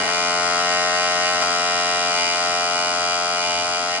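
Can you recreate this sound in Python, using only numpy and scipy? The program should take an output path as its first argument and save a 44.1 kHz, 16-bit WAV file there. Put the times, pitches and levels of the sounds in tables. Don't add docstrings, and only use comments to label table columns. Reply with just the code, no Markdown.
import sys
import numpy as np
from scipy import signal
from scipy.fft import rfft, irfft, next_fast_len
from scipy.io import wavfile

SR = 44100
rng = np.random.default_rng(int(sys.argv[2]) if len(sys.argv) > 2 else 0)


def unload_audio(sound):
    columns = np.transpose(np.atleast_2d(sound))
    steps = np.round(np.clip(columns, -1, 1) * 32767)
    wavfile.write(sys.argv[1], SR, steps.astype(np.int16))


N = 176400
T = np.arange(N) / SR
ROOM_FADE_S = 0.77
DOOR_TOP_HZ = 11050

# time in seconds, strength in dB above a normal slip.
CLICKS = [(1.422, 0.5)]


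def amp(db):
    return 10 ** (np.asarray(db) / 20)


def unit(x):
    return x / np.sqrt(np.mean(x ** 2) + 1e-20)


def curve(rows, t=T):
    return np.interp(t, *np.transpose(rows))


def colour(points, hz):
    point_hz, db = np.transpose(points)
    return amp(np.interp(np.log(hz + 1), np.log(point_hz + 1), db))


def filtered(x, response):
    size = next_fast_len(N + SR // 2)
    hz = np.fft.rfftfreq(size, 1 / SR)
    return irfft(rfft(x, size) * response(hz), size)[..., :N]


def shortest_click(points, size=2048):
    hz = np.fft.rfftfreq(size, 1 / SR)
    cepstrum = irfft(np.log(colour(points, hz)))
    cepstrum[1:size // 2] *= 2
    cepstrum[size // 2 + 1:] = 0
    return irfft(np.exp(rfft(cepstrum)))


def ring(kicks, modes):
    def response(hz):
        total = 0
        for pitch, width, db, pan, swing in modes:
            gains = np.sign(swing) * amp([[db + pan / 2], [db - pan / 2]])
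            damping = 1j * hz * width
            total += gains * damping / (pitch ** 2 - hz ** 2 + damping)
        return total
    return filtered(kicks, response)


def reflections(x, fade_s):
    t = np.arange(SR // 2) / SR
    tail = rng.standard_normal((2, len(t))) * amp(-60 * t / fade_s)
    tail /= np.linalg.norm(tail, axis=1, keepdims=True)
    return signal.fftconvolve(np.atleast_2d(x), tail, axes=1)[:, :N]


def pulses(times, sizes, reach=8):
    at = times[:, None] * SR
    index = np.floor(at).astype(int) + np.arange(1 - reach, reach + 1)
    shape = np.sinc(index - at) * np.cos(np.pi * (index - at) / (2 * reach)) ** 2
    inside = (index >= 0) & (index < N)
    return np.bincount(index[inside], (sizes[:, None] * shape)[inside], N)


def pin_slips(cycles):
    # time in seconds, typical timing error in milliseconds.
    scatter_ms = [(0, 0.62), (.06, 1.35), (.085, 0.079), (.16, 0.0089), (3.85, 0.012), (3.93, 0.021),
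                  (4, 0.22)]
    times = np.interp(np.arange(int(cycles[-1]) + 1), cycles, T)
    lateness, weakness = rng.standard_normal((len(times), 2)).T
    times += lateness * curve(scatter_ms, times) * 1e-3
    slip_db = -0.08 * weakness
    click_s, click_db = np.transpose(CLICKS)
    return pulses(np.r_[times, click_s], amp(np.r_[slip_db, click_db]))


def door_wood(kicks, cycles):
    # pitch in Hz, width in Hz, relative level in dB,
    # left minus right in dB, direction of swing (only its sign counts).
    wood_modes = [(178, 67, -14, 6.5, 0.5), (294, 45, -16.5, 1.5, -1), (440.4, 32.6, -6, 4, -1),
                  (625.8, 67.3, -0.5, 3, 1), (694.8, 59, 1, 2, -1), (810.6, 22, 1, 0.5, 0.5),
                  (867.1, 11.2, 1.5, 4, -1), (1089.3, 73, -0.5, 3, -1), (1223, 18.6, -8.5, 23, 11),
                  (1327.3, 59, 1, 8, -1), (1403.4, 22, -6, 18.5, -0.5), (1502.6, 90, -1, -5, -1),
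                  (1865, 24, -12, 21, -1), (1907, 160, -49, 53, 5), (2133, 34, -9, 1.5, 2.5)]
    # time in seconds, relative level in dB.
    thrum_levels = [(0.0, -27.5), (0.03, -32), (2.84, -36), (3.68, -37), (3.99, -38), (4.0, -33)]
    groan_levels = [(0.0, -30.5), (0.36, -26.5), (1.44, -27.5), (2.18, -27), (2.28, -30.5), (2.42, -26.5),
                    (3.94, -28.5), (3.98, -34), (4.0, -29)]
    bark_levels = [(0.0, -26), (0.07, -29.5), (0.09, -23.5), (0.13, -27), (0.78, -24.5), (2.07, -27.5),
                   (3.06, -28), (3.89, -30), (3.98, -31.5), (4.0, -34)]
    rasp_levels = [(0.0, -26), (0.48, -26.5), (0.65, -28), (1.43, -29), (1.58, -29), (1.93, -27.5),
                   (2.14, -32), (2.17, -24), (2.42, -30), (2.53, -29), (2.66, -33.5), (3.82, -37.5),
                   (3.97, -29.5), (4.0, -42.5)]

    def group(levels, from_hz, to_hz, gain_db):
        modes = [mode for mode in wood_modes if from_hz <= mode[0] < to_hz]
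        return unit(ring(kicks, modes)) * amp(curve(levels) + gain_db)

    thrum = group(thrum_levels, from_hz=0, to_hz=520, gain_db=-1.5)
    groan = group(groan_levels, from_hz=520, to_hz=960, gain_db=1)
    bark = group(bark_levels, from_hz=960, to_hz=1700, gain_db=1.9)
    rasp = group(rasp_levels, from_hz=1700, to_hz=SR, gain_db=-4.5)
    body_top_hz, delay_s = 1697, 0.00044
    body = filtered(thrum + groan + bark, lambda hz: 1 / (1 + (hz / body_top_hz) ** 12))
    wood = filtered(body + rasp, lambda hz: (hz < DOOR_TOP_HZ) * np.exp(-2j * np.pi * hz * delay_s))
    echoes = amp(-11.5) * reflections(wood, ROOM_FADE_S)
    hum = amp(-59) * unit(np.sin(2 * np.pi * cycles))
    return wood + echoes + hum


def hinge_buzz(kicks):
    # frequency in Hz, relative level in dB.
    crack_tone = [(1000, -57), (1600, -19), (2200, -6.5), (2400, -1.5), (2650, -6), (2850, -0.5),
                  (3100, -2.5), (3600, -9), (4200, -8), (4600, -1), (5200, -3.5), (5600, -7), (6150, -7),
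                  (6900, -14.5), (7250, -15.5), (7600, -15.5), (7950, -14.5), (8400, -18.5), (9000, -22),
                  (9450, -24), (10300, -21.5), (11000, -33.5)]
    # time in seconds, relative level in dB.
    buzz_levels = [(0.0, -44.5), (0.02, -32.5), (0.13, -26.5), (2.1, -26.5), (2.17, -25.5), (2.71, -28),
                   (2.76, -27), (3.35, -28.5), (3.42, -27), (3.71, -28.5), (3.98, -28.5), (4.0, -40)]
    cracks = signal.fftconvolve(kicks, shortest_click(crack_tone))[:N]
    near = reflections(cracks, fade_s=0.062)
    near = unit(near + 0.38 * near[::-1]) * np.std(cracks)
    room = reflections(cracks, ROOM_FADE_S)
    buzz = unit(cracks + amp(7.5) * near + amp(3.5) * room)
    return amp(curve(buzz_levels) + 1.78) * buzz


def hinge_ring(kicks):
    # pitch in Hz, width in Hz, relative level in dB,
    # left minus right in dB, direction of swing (+1 or -1).
    steel_modes = [(2380, 43, -10, 13.5, 1), (2882, 105, -1, 1, 1), (2948, 133, -6, -1.5, -1),
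                   (4765, 124, -9.5, -9.5, 1)]
    # time in seconds, relative level in dB.
    ring_levels = [(0.0, -31), (0.04, -35.5), (0.19, -34), (0.61, -41), (0.72, -34), (0.92, -44),
                   (0.97, -35.5), (1.2, -38.5), (1.27, -31.5), (1.35, -38), (2.02, -39), (2.19, -31),
                   (2.29, -31), (2.46, -39), (2.82, -33), (2.91, -34.5), (2.95, -39.5), (3.14, -32.5),
                   (3.19, -39.5), (3.44, -33), (3.61, -34.5), (3.69, -40.5), (3.75, -33), (3.89, -48),
                   (3.95, -33), (4.0, -41)]
    return amp(curve(ring_levels) + 6) * unit(ring(kicks, steel_modes))


def hinge_hiss(cycles):
    # frequency in Hz, relative level in dB.
    hiss_tone = [(150, -17), (500, -6), (1400, -1.5), (3000, -6), (3800, -6), (4900, -7.5), (6000, -8.5),
                 (8000, -13), (10500, -16), (12000, -79)]
    # time in seconds, level in dB.
    hiss_levels = [(0, -26.5), (.2, -34), (2, -34), (3.8, -36), (4, -38)]
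    pulsing = 1 + 0.17 * np.cos(2 * np.pi * (cycles - 0.15))
    hiss = filtered(rng.standard_normal((2, N)), lambda hz: colour(hiss_tone, hz))
    return amp(curve(hiss_levels)) * unit(pulsing * hiss)


def hinge(kicks, cycles):
    sound = hinge_buzz(kicks) + hinge_ring(kicks) + hinge_hiss(cycles)
    left_lag_s = 0.00009
    delays_s = left_lag_s * np.array([[0.5], [-0.5]])
    return filtered(sound, lambda hz: (hz < DOOR_TOP_HZ) * np.exp(-2j * np.pi * hz * delays_s))


def room_air():
    # frequency in Hz, relative level in dB.
    air_tone = [(20, -29), (45, -14), (62, -23), (85, 3.5), (120, -2.5), (150, -8.5), (200, -4), (290, 3.5),
                (450, -5.5), (900, -8), (3000, -75), (11000, -94)]
    middle, side = filtered(rng.standard_normal((2, N)), lambda hz: colour(air_tone, hz))
    left = middle + 0.085 * side
    right = 0.74 * middle - 0.46 * side
    return amp(-46) * unit(np.array([left, right]))


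def thin_click(peak_db=-30, fade_s=0.003):
    age = np.maximum(T - CLICKS[0][0], 0)
    loudness = (age > 0) * amp(peak_db - 60 * age / fade_s)
    return loudness * rng.standard_normal((2, N))


def scene():
    # time in seconds, slips per second.
    slip_rate = [(0.0, 93.93), (0.1, 87.59), (0.25, 87.7), (0.55, 87.98), (0.72, 88.75), (0.9, 88.52),
                 (1.0, 88.88), (1.15, 88.35), (1.3, 89.13), (1.42, 87.88), (1.57, 88.17), (2.05, 88.15),
                 (2.25, 86.95), (2.38, 87.98), (2.52, 88.16), (2.8, 87.7), (2.97, 87.98), (3.33, 87.94),
                 (3.44, 87.38), (3.59, 87.35), (3.66, 87.97), (3.86, 87.9), (4.0, 89.75)]
    cycles = np.cumsum(curve(slip_rate)) / SR - 0.145
    kicks = pin_slips(cycles)
    return door_wood(kicks, cycles) + hinge(kicks, cycles) + thin_click() + room_air()


def record(dry):
    return filtered(dry, lambda hz: hz < 16000)


dry = scene()
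out = record(dry)
unload_audio(out)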